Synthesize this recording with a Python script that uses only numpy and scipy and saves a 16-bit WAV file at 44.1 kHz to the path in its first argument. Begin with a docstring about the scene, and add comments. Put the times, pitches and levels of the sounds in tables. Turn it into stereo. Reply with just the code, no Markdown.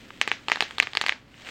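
"""A wad of bubble wrap is wrung in two hands close to a stereo microphone in a small quiet room.
At first the film crinkles and fingers rub over faint air noise and hum. From 0.1 to 1.1 s bubbles burst
in clusters: each is a pressure swing of a few cycles, a crack of tearing film and a short ring of the
cupped wad, answered by the ceiling and then the room. The loudest pops saturate the microphone.
At the end the crinkling swells as the grip tightens, and three creases snap."""
import sys
import numpy as np
from scipy import signal
from scipy.fft import rfft, irfft, next_fast_len
from scipy.io import wavfile

SR = 44100
rng = np.random.default_rng(int(sys.argv[2]) if len(sys.argv) > 2 else 0)


def wrap_up_sound(samples):
    """Save the sound to the file named by the first command line argument, as 16-bit audio."""
    columns = np.atleast_2d(samples).T
    # keep every value between -1 and 1, then stretch to whole-number steps
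    tamed = np.clip(columns, -1, 1)
    steps = np.round(tamed * 32767).astype(np.int16)
    wavfile.write(sys.argv[1], SR, steps)


N = 66150


def amp(db):
    """Decibels to amplitude ratio."""
    return 10 ** (np.asarray(db) / 20)


def unit_rms(x):
    """Normalisation to an rms of 1."""
    return x / np.sqrt(np.mean(x ** 2) + 1e-20)


def at_frequency(points, hz):
    """Interpolation of (frequency, value) points on a logarithmic frequency axis."""
    point_hz, values = np.transpose(points)
    return np.interp(np.log(hz + 1), np.log(point_hz + 1), values)


def envelope(points):
    """Amplitude envelope through (time, level) points, linear in decibels."""
    return amp(np.interp(np.arange(N) / SR, *np.transpose(points)))


def coloured(x, spectrum):
    """Minimum-phase filtering: folding the cepstrum makes the given gain curve causal."""
    n = x.shape[-1]
    size = 2 * next_fast_len(n // 2 + 2048)
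    gain = amp(at_frequency(spectrum, np.fft.rfftfreq(size, 1 / SR)))
    cepstrum = irfft(np.log(gain), size)
    cepstrum[1:size // 2] *= 2
    cepstrum[size // 2 + 1:] = 0
    return irfft(rfft(x, size) * np.exp(rfft(cepstrum)), size)[..., :n]


def decay(t, t60):
    """Exponential damping by 60 dB in t60."""
    return np.exp(-np.log(1000) * t / t60)


def left_right(mid, side):
    """Sum-and-difference stereo."""
    return np.array([mid + side, mid - side])


def add(track, start_s, sound):
    """Superposition of a sound on the track."""
    part = track[..., round(start_s * SR):][..., :sound.shape[-1]]
    part += sound[..., :part.shape[-1]]


# Likeness of the room's sound at the two microphone ports: frequency_hz, correlation
PORT_COHERENCE = [(60, 0.99), (400, 0.75), (3100, 1), (7500, -0.82)]

def diffuse(pair):
    """Spatial coherence: two independent signals are mixed as the ports hear a diffuse field."""
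    n = pair.shape[-1]
    correlation = at_frequency(PORT_COHERENCE, np.fft.rfftfreq(n, 1 / SR))
    angle = np.arccos(np.clip(correlation, -.99, .99)) / 2
    mid, side = irfft(rfft(pair) * [np.cos(angle), np.sin(angle)], n)
    return left_right(mid, side)


# Spectrum of the air noise: frequency_hz, gain_db
AIR_SPECTRUM = [(25, -11), (60, 0), (170, -3), (300, -12.5), (1500, -15.5), (5000, -24), (15000, -66)]
# Steady tones in the room: pitch_hz, level_db
HUM_TONES = [(120, -66), (560, -73.5)]

def room_tone(air_db=-57):
    """Ambient noise floor: diffuse broadband noise and a faint hum of pure tones."""
    air = unit_rms(diffuse(coloured(rng.standard_normal((2, N)), AIR_SPECTRUM)))
    hum = sum(amp(db) * unit_rms(np.sin(2 * np.pi * hz * np.arange(N) / SR)) for hz, db in HUM_TONES)
    return amp(air_db) * air + hum


# Fingers shifting on the wad: time_s, level_db
RUB_LEVELS = [(.1, -50.5), (.3, -55), (.72, -54), (.88, -61), (1.48, -55.5)]
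# Spectrum of the rubbing: frequency_hz, gain_db
RUB_SPECTRUM = [(120, -15), (250, 3.5), (1000, -29.5)]

def finger_rub():
    """Sliding friction: skin on film makes a dull noise."""
    rub = unit_rms(diffuse(coloured(rng.standard_normal((2, N)), RUB_SPECTRUM)))
    return rub * envelope(RUB_LEVELS)


# Crinkling of the strained film: time_s, level_db
CRINKLE_LEVELS = [(0, -52.5), (.45, -54.5), (.6, -49), (.75, -50.5), (1.09, -51), (1.25, -67), (1.35, -56),
                  (1.44, -47), (1.49, -40.5)]
# Spectrum of the crinkling, also of a pop's scattered sound: frequency_hz, gain_db
CRINKLE_SPECTRUM = [(100, -41), (500, -2.5), (1000, -9), (1800, -2), (3100, -2.5), (5600, -14.5),
                    (8000, -16.5), (10500, -39.5), (14000, -31.5)]
# Port difference over port sum, for crinkles and cracks: frequency_hz, gain_db
SIDE_SPECTRUM = [(2200, -24), (5000, -2), (12000, 9.5)]
# Creases snapping: start_s, peak_db
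CREASES = [(1.3427, -35), (1.4713, -24.5), (1.4889, -21.5)]

def crinkle(snaps_per_s=7000, spread_db=3, side_db=-12, crease_hz=2360, crease_decay_s=0.00016):
    """Shot noise: tiny random snaps of the strained film merge, while a few creases stand out."""
    snaps = (rng.random((2, N)) < snaps_per_s / SR) * rng.standard_normal((2, N))
    snaps *= amp(spread_db * np.clip(rng.standard_normal(N), -2, 2))
    mid, side = coloured(snaps, CRINKLE_SPECTRUM)
    side = amp(side_db) * coloured(side, SIDE_SPECTRUM)  # narrower than the cracks
    film = unit_rms(left_right(mid, side)) * envelope(CRINKLE_LEVELS)
    t = np.arange(SR // 100) / SR
    crease = t ** 2 * np.exp(-t / crease_decay_s) * np.sin(2 * np.pi * crease_hz * t)
    for start_s, peak_db in CREASES:
        add(film, start_s, amp(peak_db) * crease / np.abs(crease).max())
    return film


# Reverberation time of the room: frequency_hz, t60_s
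REVERB_TIMES = [(200, 0.2), (1000, 0.37), (2500, 0.22)]

def room_response(onset_s=.007, rise_s=0.0008, first_echoes_per_s=800, quadruple_s=.016):
    """Reverberation: echo density grows quadratically with time; each frequency decays at its own rate."""
    age = np.maximum(np.arange(SR // 2) / SR - onset_s, 0)
    chance = np.clip(first_echoes_per_s / SR * (1 + age / quadruple_s) ** 2, 1e-3, 1)
    shape = (2, len(age))
    echoes = (rng.random(shape) < chance) * np.sign(rng.standard_normal(shape)) / np.sqrt(chance)
    echoes *= 1 - np.exp(-age / rise_s)
    hz, t, bands = signal.stft(echoes, SR, nperseg=256)
    bands *= decay(t, at_frequency(REVERB_TIMES, hz)[:, None])
    tail = diffuse(signal.istft(bands, SR, nperseg=256)[1])
    return tail / np.linalg.norm(tail[0])


# Modes of the air in the wad and the cupped hands: pitch_hz, level_db, t60_s
WAD_MODES = [(445, -29.5, 0.03), (875, -20.5, 0.017), (1194, -15, 0.0098), (1870, -16, 0.0042)]

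def wad_ring(t, pitch_spread=.035, spread_db=1.5):
    """Cavity resonance: damped modes whose pitch and level vary a little from pop to pop."""
    ring = 0
    for hz, db, t60 in WAD_MODES:
        gain = amp(db + rng.normal(0, spread_db))
        pitch_hz = hz * (1 + rng.normal(0, pitch_spread))
        ring += gain * decay(t, t60) * np.sin(2 * np.pi * pitch_hz * t)
    return ring


# Spectrum of tearing film: frequency_hz, gain_db
TEAR_SPECTRUM = [(300, -22), (2000, 9.5), (4300, 4.5), (5800, -4.5), (7500, -6), (10000, -15), (16000, -27)]

def film_crack(t, attack, gain_db=-12.5, t60_s=0.014):
    """Fracture: the tearing film radiates a bright, quickly damped burst of noise."""
    noise = unit_rms(coloured(rng.standard_normal(t.shape), TEAR_SPECTRUM))
    mid, side = noise * decay(t, t60_s) * attack
    return amp(gain_db) * left_right(mid, coloured(side, SIDE_SPECTRUM))


# Colour of a pop at the microphone: frequency_hz, gain_db
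POP_SPECTRUM = [(40, -15.5), (300, -0.5), (1230, 1), (1420, -5), (1620, 4.5), (3300, -0.5), (4800, -5),
                (5700, -16.5), (7300, -3), (10000, -18)]
MAX_PORT_LAG_S, FLAP_RISE_S = 1.6e-5, 0.00021
SCATTER_DB, SCATTER_T60_S = -16.5, 0.012  # off the hands and the microphone's housing

def pop(pitch_hz, rise_ms, ring_db, crack_db, film_hz):
    """Sudden pressure release: the freed air swings, the wad rings, the film cracks and flaps."""
    lag_s = np.clip(rng.standard_normal(), -1, 1) * MAX_PORT_LAG_S / 2
    t = np.maximum(np.arange(SR // 25) / SR + np.array([[lag_s], [-lag_s]]), 0)
    rises = t * 1000 / rise_ms  # time in units of the rise to the pulse's peak
    pulse = rises * np.exp(1 - rises)
    attack = 1 - np.exp(-rises)
    swing = pulse * np.cos(2 * np.pi * pitch_hz * t)
    swing -= pulse * swing.sum() / pulse.sum()  # zero mean pressure
    flap = t / FLAP_RISE_S * np.exp(1 - t / FLAP_RISE_S) * np.sin(2 * np.pi * film_hz * t)
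    ring = wad_ring(t) * attack
    noise = unit_rms(coloured(rng.standard_normal(t.shape[1]), CRINKLE_SPECTRUM))
    scatter = noise * decay(t, SCATTER_T60_S) * (1 - np.exp(-rises / 2))
    body = swing + amp(crack_db) * flap + amp(ring_db) * (amp(SCATTER_DB) * scatter - ring)
    return coloured(body, POP_SPECTRUM) + amp(crack_db) * film_crack(t, attack)


# Colour of the ceiling reflection: frequency_hz, gain_db
CEILING_SPECTRUM = [(1200, -7), (2000, 8.5), (3200, -2.5), (6000, 10)]
# What the pops radiate into the room: frequency_hz, gain_db
ROOM_SPECTRUM = [(100, -14.5), (450, -7.5), (1100, -6.5), (2100, 4), (4500, -2), (7000, -6.5), (10000, -33)]
# Bursting bubbles, with ring, crack and room relative to their pop:
# start_s, level_db, pitch_hz, rise_ms, ring_db, crack_db, film_hz, room_db
BURSTS = [(0.1054, -23.5, 1300, 0.18, 4, -22, 3220, -10), (0.2143, 1.8, 2570, 0.14, -7.5, -7.5, 5820, -1),
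          (0.2766, -9, 3450, 0.044, 6, -7, 2740, 3.5), (0.316, -7, 2170, 0.17, 2.7, -10.5, 2850, 0),
          (0.4841, -10.0, 3200, 0.17, 10, -16, 5360, 0), (0.4991, -13, 1590, 0.17, 7, -4.5, 4840, -1),
          (0.518, 0.5, 1940, 0.11, 0.6, -13, 5650, 1.5), (0.5584, -12.5, 1260, 0.13, -6, -5.5, 3770, -4),
          (0.5718, -22, 1300, 0.31, 9, -16, 3580, 5.5), (0.6069, -2, 2760, 0.15, -2, -5, 4830, 1.5),
          (0.6239, -5.5, 3140, 0.029, 3.5, -7.5, 4100, 4.5), (0.7094, -24, 1320, 0.17, 1.6, 1.5, 3260, 0),
          (0.7831, -19, 1293, 0.31, 11.5, 7.5, 3680, 4.5), (0.8005, 2.9, 2450, 0.25, -16, -20, 6600, -9),
          (0.825, -22, 2370, 0.17, 11.5, 8, 4370, 4.5), (0.8292, -15.5, 1710, 0.091, 3.5, -1, 3790, -3),
          (0.8715, -16, 2450, 0.2, 1, -14, 4870, -8), (0.934, -17, 3330, 0.145, -3.9, -15.5, 4870, -9),
          (0.9517, -11.5, 1350, 0.097, 1, -2.7, 4600, -0.5), (0.9718, -1.8, 2720, 0.12, -3.5, -8, 4570, -3),
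          (1.0133, -11.5, 1430, 0.083, 6, 5, 3880, 4), (1.0395, -21, 3440, 0.05, 11, -4, 3010, -7.5),
          (1.064, -3, 1640, 0.081, -12.5, -8, 4500, 3.5), (1.084, -10, 1380, 0.098, -31, -4, 4020, 8),
          (1.0941, -1, 2210, 0.15, -12.5, -14.5, 3300, -12.5),
          (1.123, -14.5, 2210, 0.296, 3, -9, 3540, -5.5)]
REVERB_DB_PER_DB = 0.88  # below 1: the loudest pops face the microphone

def bubbles(ceiling_delay_s=.0071, ceiling_db=-21, reverb_db=-6):
    """Multipath propagation: each pop arrives directly, off the ceiling and as reverberation."""
    direct, outgoing, tails, ceiling_echo = np.zeros((4, 2, N))
    for start_s, level_db, pitch_hz, rise_ms, ring_db, crack_db, film_hz, room_db in BURSTS:
        burst = amp(level_db) * pop(pitch_hz, rise_ms, ring_db, crack_db, film_hz)
        add(direct, start_s, burst)
        add(outgoing, start_s, amp(room_db) * burst)
        excitation = amp(room_db) * np.linalg.norm(burst[0]) ** REVERB_DB_PER_DB
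        add(tails, start_s, excitation * room_response())
    add(ceiling_echo, ceiling_delay_s, coloured(outgoing, CEILING_SPECTRUM))
    return direct + amp(ceiling_db) * ceiling_echo + amp(reverb_db) * coloured(tails, ROOM_SPECTRUM)


def scene():
    """Linear superposition: room tone, rubbing, crinkling and pops add as pressures."""
    return room_tone() + finger_rub() + crinkle() + bubbles()


def record(dry):
    """Saturation and band limiting: peaks are rounded off at full scale, then the top treble is cut."""
    cutoff_hz = 16400
    saturated = dry / (1 + np.abs(dry) ** 8) ** (1 / 8)
    size = next_fast_len(N + SR // 2)
    passband = np.fft.rfftfreq(size, 1 / SR) < cutoff_hz
    return irfft(rfft(saturated, size) * passband, size)[:, :N]


dry = scene()
out = record(dry)
wrap_up_sound(out)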